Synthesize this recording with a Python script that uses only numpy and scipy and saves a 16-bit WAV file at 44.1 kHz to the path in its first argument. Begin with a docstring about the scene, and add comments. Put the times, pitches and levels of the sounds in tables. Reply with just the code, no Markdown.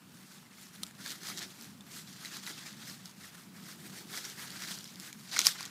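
"""Digging with a small blade

A gloved hand works a small blade through loose soil and dry grass, close by and outdoors.
Each stroke grinds crumbs and brushes stalks, making thousands of tiny contacts. Twigs tick,
the blade knocks now and then and clinks once on a stone, and near the end a clump of roots tears
with two sharp snaps. Behind it all is a low rumble like distant traffic."""
import sys
import numpy as np
from scipy import signal
from scipy.fft import rfft, irfft, next_fast_len
from scipy.io import wavfile
from scipy.ndimage import uniform_filter1d, map_coordinates

SR = 44100
rng = np.random.default_rng(int(sys.argv[2]) if len(sys.argv) > 2 else 0)


def unload_wav(signal):
    """Save mono or channel-first audio to the path in sys.argv[1] as 16-bit WAV at rate SR, clipped to [-1, 1]."""
    wavfile.write(
        sys.argv[1],
        SR,
        np.round(np.clip(np.atleast_2d(signal).T, -1, 1) * 32767).astype(np.int16),
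    )


N = 251370
TOP_HZ = 15600  # the highest pitch kept
REST_GRASS_DB, REST_SOIL_DB, REST_DRY_DB = -70, -70.5, 4  # the glove stirs between strokes

# Strokes of the blade. Each row: time of the hardest push, swell time and fade time in seconds,
# then grass rustle, soil scrape and extra treble from dry stalks in dB.
BLADE_STROKES = [(.17, .06, .09, -62, -66, 4.5), (.345, 0.11, 0.078, -57.5, -64, 3.5),
                 (.625, 0.075, 0.073, -55.5, -61, 4), (.752, 0.021, 0.039, -57.5, -60, 4.5),
                 (.88, 0.11, 0.035, -58.5, -62, 4), (1.032, .055, .025, -54.5, -56.5, 1.5),
                 (1.095, 0.055, 0.062, -43.5, -49, 1.5), (1.283, 0.06, 0.056, -43.5, -49, 1),
                 (1.383, 0.026, 0.024, -43, -52, -2), (1.428, 0.024, 0.025, -41, -45.5, -4.5),
                 (1.52, 0.12, 0.057, -56, -63.5, 1), (1.63, 0.077, 0.089, -54.5, -58.5, 2),
                 (1.98, 0.074, 0.048, -47.5, -53.5, 2.5), (2.11, 0.048, 0.046, -52, -59.5, 0),
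                 (2.255, 0.089, 0.067, -48.5, -53, 0), (2.36, 0.062, 0.039, -45, -51.5, -3),
                 (2.475, 0.043, 0.058, -44, -49.5, -0.5), (2.58, 0.075, 0.11, -50.5, -55, -3.5),
                 (2.67, 0.11, 0.055, -49.5, -53, -0.5), (2.82, 0.073, .06, -52, -56.5, -3),
                 (2.897, 0.055, 0.067, -47.5, -53, 1.5), (3.065, 0.064, 0.065, -55, -60.5, 0),
                 (3.25, 0.068, 0.062, -52.5, -56.5, 2.5), (3.37, 0.043, 0.093, -58, -57.5, 5.5),
                 (3.575, 0.03, 0.023, -56.5, -56, 3), (3.705, 0.077, 0.05, -51, -54.5, 3),
                 (3.86, 0.074, 0.057, -54.5, -58, 5), (3.975, 0.069, 0.06, -49.5, -55.5, 1.5),
                 (4.168, 0.057, 0.045, -42.5, -47, 2), (4.252, 0.035, 0.032, -44.5, -51, -0.5),
                 (4.295, 0.038, 0.043, -46, -52.5, 0), (4.42, 0.062, 0.081, -47.5, -50, 3),
                 (4.625, 0.13, 0.053, -45.5, -49, 0), (4.715, 0.068, 0.066, -42.5, -51, 0),
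                 (4.85, .09, 0.12, -53, -63, -1), (5.064, 0.067, 0.051, -49.5, -52.5, 3.5),
                 (5.21, 0.05, 0.13, -57, -61.5, 4), (5.338, 0.037, 0.035, -41.5, -48, -3),
                 (5.395, 0.048, 0.03, -33, -41, -7), (5.469, 0.032, 0.043, -30.5, -42, 0),
                 (5.605, 0.08, 0.098, -47, -49, -4)]
def effort():
    """The hand's strokes add up in power, giving grass level, soil level and dryness in dB."""
    grass, soil = np.full(N, amp(REST_GRASS_DB) ** 2), np.full(N, amp(REST_SOIL_DB) ** 2)
    dryness = grass * REST_DRY_DB
    for s, rise_s, fall_s, grass_db, soil_db, dry_db in BLADE_STROKES:
        push = amp(swell(s, rise_s, fall_s)) ** 2
        grass += push * amp(grass_db) ** 2
        soil += push * amp(soil_db) ** 2
        dryness += push * amp(grass_db) ** 2 * dry_db
    return 10 * np.log10(grass), 10 * np.log10(soil), dryness / grass


def digging(grass_db, soil_db, dry_db):
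    """The blade catches and slips, so grass, crumbs and earth all flutter in loudness together."""
    slip = wobble(per_s=90)
    return (grass_rustle(dry_db) * amp(grass_db + 1.16 * slip)
            + soil_scrape() * amp(soil_db + 2.0 * slip)
            + moving_earth(soil_db) * amp(1.1 * slip))


# The bright tone of brushed grass. Each row: pitch in Hz, relative level in dB.
GRASS_TONE = [(1200, -24), (2700, -9.5), (3200, -2.5), (3900, -0.5), (4900, -0.5), (6200, -2.5), (8000, -5),
              (10500, -8.5), (13500, -9), (15500, -17)]
def grass_rustle(dry_db):
    """Glove and blade brush the stalks; drier stalks give a finer, brighter hiss."""
    contacts = grains(per_s=1700, centre_hz=6000, spread=0.55, cycles=1.35, scatter_db=3.5)
    stalks = shifting(friction(contacts, GRASS_TONE, grainy=0.33), depth_db=1.64)
    dull = signal.sosfiltfilt(signal.butter(3, 7500, fs=SR, output="sos"), stalks)
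    return dull + (stalks - dull) * amp(dry_db)


# The tone of scraped soil. Each row: pitch in Hz, relative level in dB.
SOIL_TONE = [(300, -16.5), (700, -8), (1050, -6), (1350, -0.5), (1850, 0.5), (2150, -1), (2650, -5),
             (4000, -16), (9000, -30.5)]
def soil_scrape():
    """The blade grinds over loose crumbs, and each one gives a tiny click."""
    contacts = grains(per_s=1100, centre_hz=1703, spread=0.464, cycles=3.0, scatter_db=4.5, size=320)
    return shifting(friction(contacts, SOIL_TONE, grainy=0.26), depth_db=2.5)


# The low tone of pushed earth. Each row: pitch in Hz, relative level in dB.
EARTH_TONE = [(50, -51), (150, -17.5), (290, 1.5), (380, 0), (520, -13.5), (750, -11), (1400, -24)]
# Lumps pushed aside. Each row: peak time in seconds, swell and fade time in seconds, level in dB.
EARTH_SHOVES = [(1.2, 0.13, -61.5), (1.41, 0.085, -55.5), (1.63, 0.047, -59), (1.94, .04, -62),
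                (2.25, 0.048, -63), (2.505, 0.026, -54), (4.05, 0.33, -57), (4.7, 0.17, -61.5),
                (5.397, 0.045, -54.5)]
def moving_earth(soil_db, rest_db=-74, follows=0.43):
    """A harder scrape stirs more earth, and now and then the blade levers a lump aside."""
    stir = amp(rest_db + follows * (soil_db - REST_SOIL_DB))
    shoves = sum(amp(db + swell(s, width_s, width_s)) for s, width_s, db in EARTH_SHOVES)
    return noise(EARTH_TONE) * np.hypot(stir, shoves)


# Longer-ringing sounds: blade knocks, a stalk's squeak and the low ring of snapping roots.
# Each row: start in seconds, peak level in dB, ring pitch in Hz.
KNOCKS_AND_RINGS = [(1.061, -32, 1650), (1.3008, -32, 1280), (1.808, -39, 3540), (2.249, -28.5, 1984),
                    (2.257, -30.5, 3980), (2.4657, -29.5, 3860), (2.475, -31.5, 2030), (4.1758, -33, 2060),
                    (4.244, -34, 5400), (4.251, -31, 5700), (4.5595, -36, 1600), (5.128, -41, 2300),
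                    (5.315, -31, 4300), (5.364, -19.5, 2190), (5.3679, -22.5, 1460), (5.3912, -23, 1240),
                    (5.4685, -25, 1045), (5.4863, -27, 1750), (5.6075, -32.5, 1100), (5.629, -35, 4500),
                    (5.654, -32, 4300)]
# Stalks and roots breaking. Each row: start in seconds, peak level in dB, ring pitch in Hz.
FIBRE_SNAPS = [(.669, -41, 6500), (.7595, -41, 3900), (.866, -34.5, 7500), (.91, -38.5, 1810),
               (.951, -45, 4000), (1.0617, -30, 4500), (1.0783, -29, 6800), (1.0955, -31.5, 4500),
               (1.1046, -26, 6300), (1.1185, -29.5, 5500), (1.125, -33, 5300), (1.2328, -34.5, 1590),
               (1.27, -30, 5200), (1.286, -32, 1400), (1.3746, -26.5, 6100), (1.381, -29, 3810),
               (1.385, -28, 3580), (1.3916, -28, 5300), (1.4275, -31, 4000), (1.4355, -31, 2000),
               (1.6117, -30.5, 5300), (1.6234, -36, 13500), (1.644, -38, 6200), (2.369, -29, 4700),
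               (2.5146, -38, 4500), (2.7286, -37, 4300), (3.0573, -30.5, 5450), (3.0952, -43, 5500),
               (3.1123, -42, 6500), (3.3471, -41, 11000), (3.3522, -41, 6000), (3.715, -37, 5500),
               (4.1748, -29.5, 5800), (4.2995, -36, 4500), (4.5044, -31, 4400), (4.622, -28, 5760),
               (4.637, -31, 4200), (4.7165, -27, 5080), (4.7875, -32, 5730), (4.8083, -35, 3200),
               (4.8427, -30.5, 5760), (4.8761, -36, 6000), (4.9576, -34, 4720), (4.9989, -31.5, 5430),
               (5.005, -39, 6000), (5.1285, -32, 3860), (5.3707, -25, 6200), (5.391, -7, 6400),
               (5.3918, -15, 2390), (5.4003, -21, 5800), (5.4048, -16.5, 4870), (5.416, -17, 6050),
               (5.4524, -17, 4640), (5.458, -16, 10000), (5.462, -13, 5970), (5.4683, -2.3, 5230),
               (5.472, -20, 8400), (5.6073, -28, 4530), (5.6286, -28, 4580), (5.6536, -28.5, 4130),
               (5.6605, -30.5, 6200)]
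def knocks_and_snaps(grass_db, low_cut_hz=347):
    """Breaking fibres ring briefly, thick ones most; knocks, a squeak and low root notes ring longer."""
    out = np.zeros(N + SR)
    for s, db, hz in KNOCKS_AND_RINGS:
        out[round(s * SR):][:SR // 16] += snap(db, hz, ring_s=0.017, ring_db=-2)
    for s, db, hz in [*FIBRE_SNAPS, *twigs(grass_db)]:
        out[round(s * SR):][:SR // 16] += snap(db, hz, ring_s=0.0044, ring_db=2 + 0.11 * db)
    # snaps and knocks alike keep out of the deep bass
    return signal.sosfilt(signal.butter(2, low_cut_hz, "highpass", fs=SR, output="sos"), out[:N])


# The tone of a sharp crack. Each row: pitch in Hz, relative level in dB.
CRACK_TONE = [(40, -52), (200, -20), (700, -19), (1400, -1.5), (2000, -8.5), (2700, -4.5), (3600, 4),
              (7000, 1), (10000, -6), (14000, -9.5), (15500, -18)]
def snap(db, hz, ring_s, ring_db, crack_s=0.0033, fray_s=0.049):
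    """Something gives way: it cracks, rings and frays, each fading by 60 dB in its own time."""
    t = np.arange(SR // 16) / SR
    grit, drag = rng.standard_normal((2, len(t)))
    # soil drags on the ringing fibre, blurring its pitch and choking it
    ring = amp(ring_db - 60 * t / ring_s) * np.sin(2 * np.pi * hz * t + 0.056 * np.cumsum(drag))
    crack = amp(-6 - 60 * (t / crack_s) ** 1.34)
    fray = amp(-22 - 60 * t / fray_s)
    onset = 1 - np.exp(-t / 0.00015)
    sound = (ring + (crack + fray) * unit(coloured(grit, CRACK_TONE))) * onset
    return amp(db) * sound / np.abs(sound).max()


def twigs(grass_db, per_s=22, rest_db=-56.5, follows=0.66, scatter_db=2.5, centre_hz=4600):
    """Small twigs tick at random, louder in a harder stroke. Gives rows like those of FIBRE_SNAPS."""
    count = int(per_s * N / SR)
    at = rng.integers(0, N, count)
    strength, pitch = rng.standard_normal((count, 2)).T
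    db = rest_db + follows * (grass_db[at] - REST_GRASS_DB) + scatter_db * strength
    return np.column_stack([at / SR, db, centre_hz * np.exp(0.366 * pitch)])


# The blade skipping on a stone. Each row: start in seconds, peak level in dB.
STONE_TOUCHES = [(0.8304, -35), (0.8334, -20), (0.8353, -30), (.8379, -30.5)]
# The blade's own notes, damped by the glove.
# Each row: pitch in Hz, relative level in dB, seconds to fade by 60 dB.
BLADE_NOTES = [(1300, -19, .035), (2870, -17, .018), (3330, -4.5, 0.013), (3730, -3.5, .014),
               (4230, -5, .011), (5800, 0, .007), (6900, -8, .009), (8000, -3, 0.0055),
               (8630, -0.5, 0.0058), (9560, 1, .006)]
def stone_clink(crack_db=6, crack_s=0.0028):
    """Each touch on the stone is a hard tick that sets the steel ringing; they blur into one clink."""
    out, t = np.zeros(N + SR), np.arange(SR // 16) / SR
    for s, db in STONE_TOUCHES:
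        ring = np.zeros(len(t))
        for hz, note_db, fade_s in BLADE_NOTES:
            fade = amp(note_db + rng.normal(0, 1.5) - 60 * t / fade_s)
            ring += fade * np.sin(2 * np.pi * (hz * t + rng.random()))
        grit = unit(coloured(rng.standard_normal(len(t)), CRACK_TONE))
        sound = ring + grit * amp(crack_db - 60 * t / crack_s)
        out[round(s * SR):][:len(t)] += amp(db) * sound / np.abs(sound).max()
    return out[:N]


# The tones of the far rumble and the outdoor hiss. Each row: pitch in Hz, relative level in dB.
RUMBLE_TONE = [(25, -39), (50, -38), (78, -21.5), (95, -10.5), (108, -13), (125, -5.5), (170, 0),
               (181, -0.5), (191, 4), (204, 0.5), (260, -6.5), (400, -20.5), (800, -35)]
AIR_TONE = [(200, -6), (600, 1.5), (1200, 5), (2000, -3.5), (2700, 1), (5000, -7), (9000, -8.5),
            (15000, -14)]
# How the rumble rises and falls. Each row: time in seconds, level in dB.
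RUMBLE_SWELLS = [(0, -57), (.15, -55.5), (.35, -59.5), (.68, -59), (.78, -54), (1.1, -57.5), (1.58, -56),
                 (1.7, -52.5), (2, -55.5), (2.35, -54), (2.95, -56.5), (3.4, -57), (3.85, -53),
                 (3.98, -57.5), (4.35, -55), (5.7, -58)]
def outdoors(hiss_db=-64):
    """Far traffic swells slowly under a faint, even hiss."""
    rumble_db = np.interp(np.arange(N) / SR, *np.transpose(RUMBLE_SWELLS))
    rumble = noise(RUMBLE_TONE) * amp(rumble_db + 1.5 * wobble(per_s=14))
    return rumble + noise(AIR_TONE) * amp(hiss_db)


def grains(per_s, centre_hz, spread, cycles, scatter_db, size=160):
    """Tiny contacts at random times, each a fading ring with its own pitch and strength."""
    count = int(per_s * N / SR)
    _, pitch, strength, direction = rng.standard_normal((count, 4)).T[:, :, None]
    start = rng.integers(0, N, (count, 1))
    hz = np.clip(centre_hz * np.exp(spread * pitch), 300, TOP_HZ)
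    turns = hz * np.arange(size) / SR
    ring = np.sin(2 * np.pi * turns) * np.exp(-turns / cycles)
    ring *= np.sqrt(hz) * np.sign(direction) * amp(scatter_db * np.minimum(strength, 2.5))
    return unit(np.bincount((start + np.arange(size)).ravel(), ring.ravel(), N)[:N])


def friction(contacts, tone, grainy):
    """Separate contacts over a hiss of countless finer ones; grainy is their share of the power."""
    return np.sqrt(grainy) * unit(coloured(contacts, tone)) + np.sqrt(1 - grainy) * noise(tone)


def shifting(x, depth_db, size=256):
    """The contact keeps changing, so different pitches stand out for a moment and vanish."""
    bands = signal.stft(x, nperseg=size)[2]
    patches = uniform_filter1d(rng.standard_normal(bands.shape), size=3, axis=0)  # smooth over pitch
    patches = uniform_filter1d(patches, size=7, axis=1)  # and over time
    return unit(signal.istft(bands * amp(depth_db * unit(patches)), nperseg=size)[1][:N])


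def swell(peak_s, rise_s, fall_s, drop_db=8.5, shape=1.44):
    """A push in dB: it builds to 0, then eases off. Shape 1 is pointed and 2 is rounded."""
    t = np.arange(N) / SR - peak_s
    return np.maximum(-drop_db * np.maximum(-t / rise_s, t / fall_s) ** shape, -120)


def wobble(per_s):
    """A smooth curve through per_s random values each second."""
    points = rng.standard_normal(int(N * per_s / SR) + 4)
    return map_coordinates(points, [np.arange(N) * per_s / SR])


def coloured(x, tone):
    """Shape a sound with a tone table, keeping the sharp front of each click."""
    size = 2 * next_fast_len(len(x) // 2 + 2048)
    hz, db = np.transpose(tone)
    gain = amp(np.interp(np.log(np.fft.rfftfreq(size, 1 / SR) + 1), np.log(hz), db))
    # fold the filter so that it rings only after a click, never before
    cepstrum = irfft(np.log(gain))
    cepstrum[1:size // 2] *= 2
    cepstrum[size // 2 + 1:] = 0
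    return irfft(rfft(x, size) * np.exp(rfft(cepstrum)), size)[:len(x)]


def noise(tone):
    """Steady noise with the given tone, at an average level of 1."""
    return unit(coloured(rng.standard_normal(N), tone))


def amp(db):
    """Turn decibels into a number to multiply by."""
    return 10 ** (np.asarray(db) / 20)


def unit(x):
    """Scale to an average (rms) level of 1."""
    return x / np.sqrt(np.mean(x ** 2) + 1e-20)


def scene():
    """All the sounds together in one channel, in open air with no echo."""
    grass_db, soil_db, dry_db = effort()
    mix = digging(grass_db, soil_db, dry_db) + outdoors() + knocks_and_snaps(grass_db) + stone_clink()
    return mix[None]


def record(dry):
    """The small microphone loses deep bass, and everything above TOP_HZ is cut away."""
    thin = signal.sosfilt(signal.butter(2, 45, "highpass", fs=SR, output="sos"), dry)
    size = next_fast_len(N + SR // 2)
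    return irfft(rfft(thin, size) * (np.fft.rfftfreq(size, 1 / SR) < TOP_HZ), size)[:, :N]


dry = scene()
out = record(dry)
unload_wav(out)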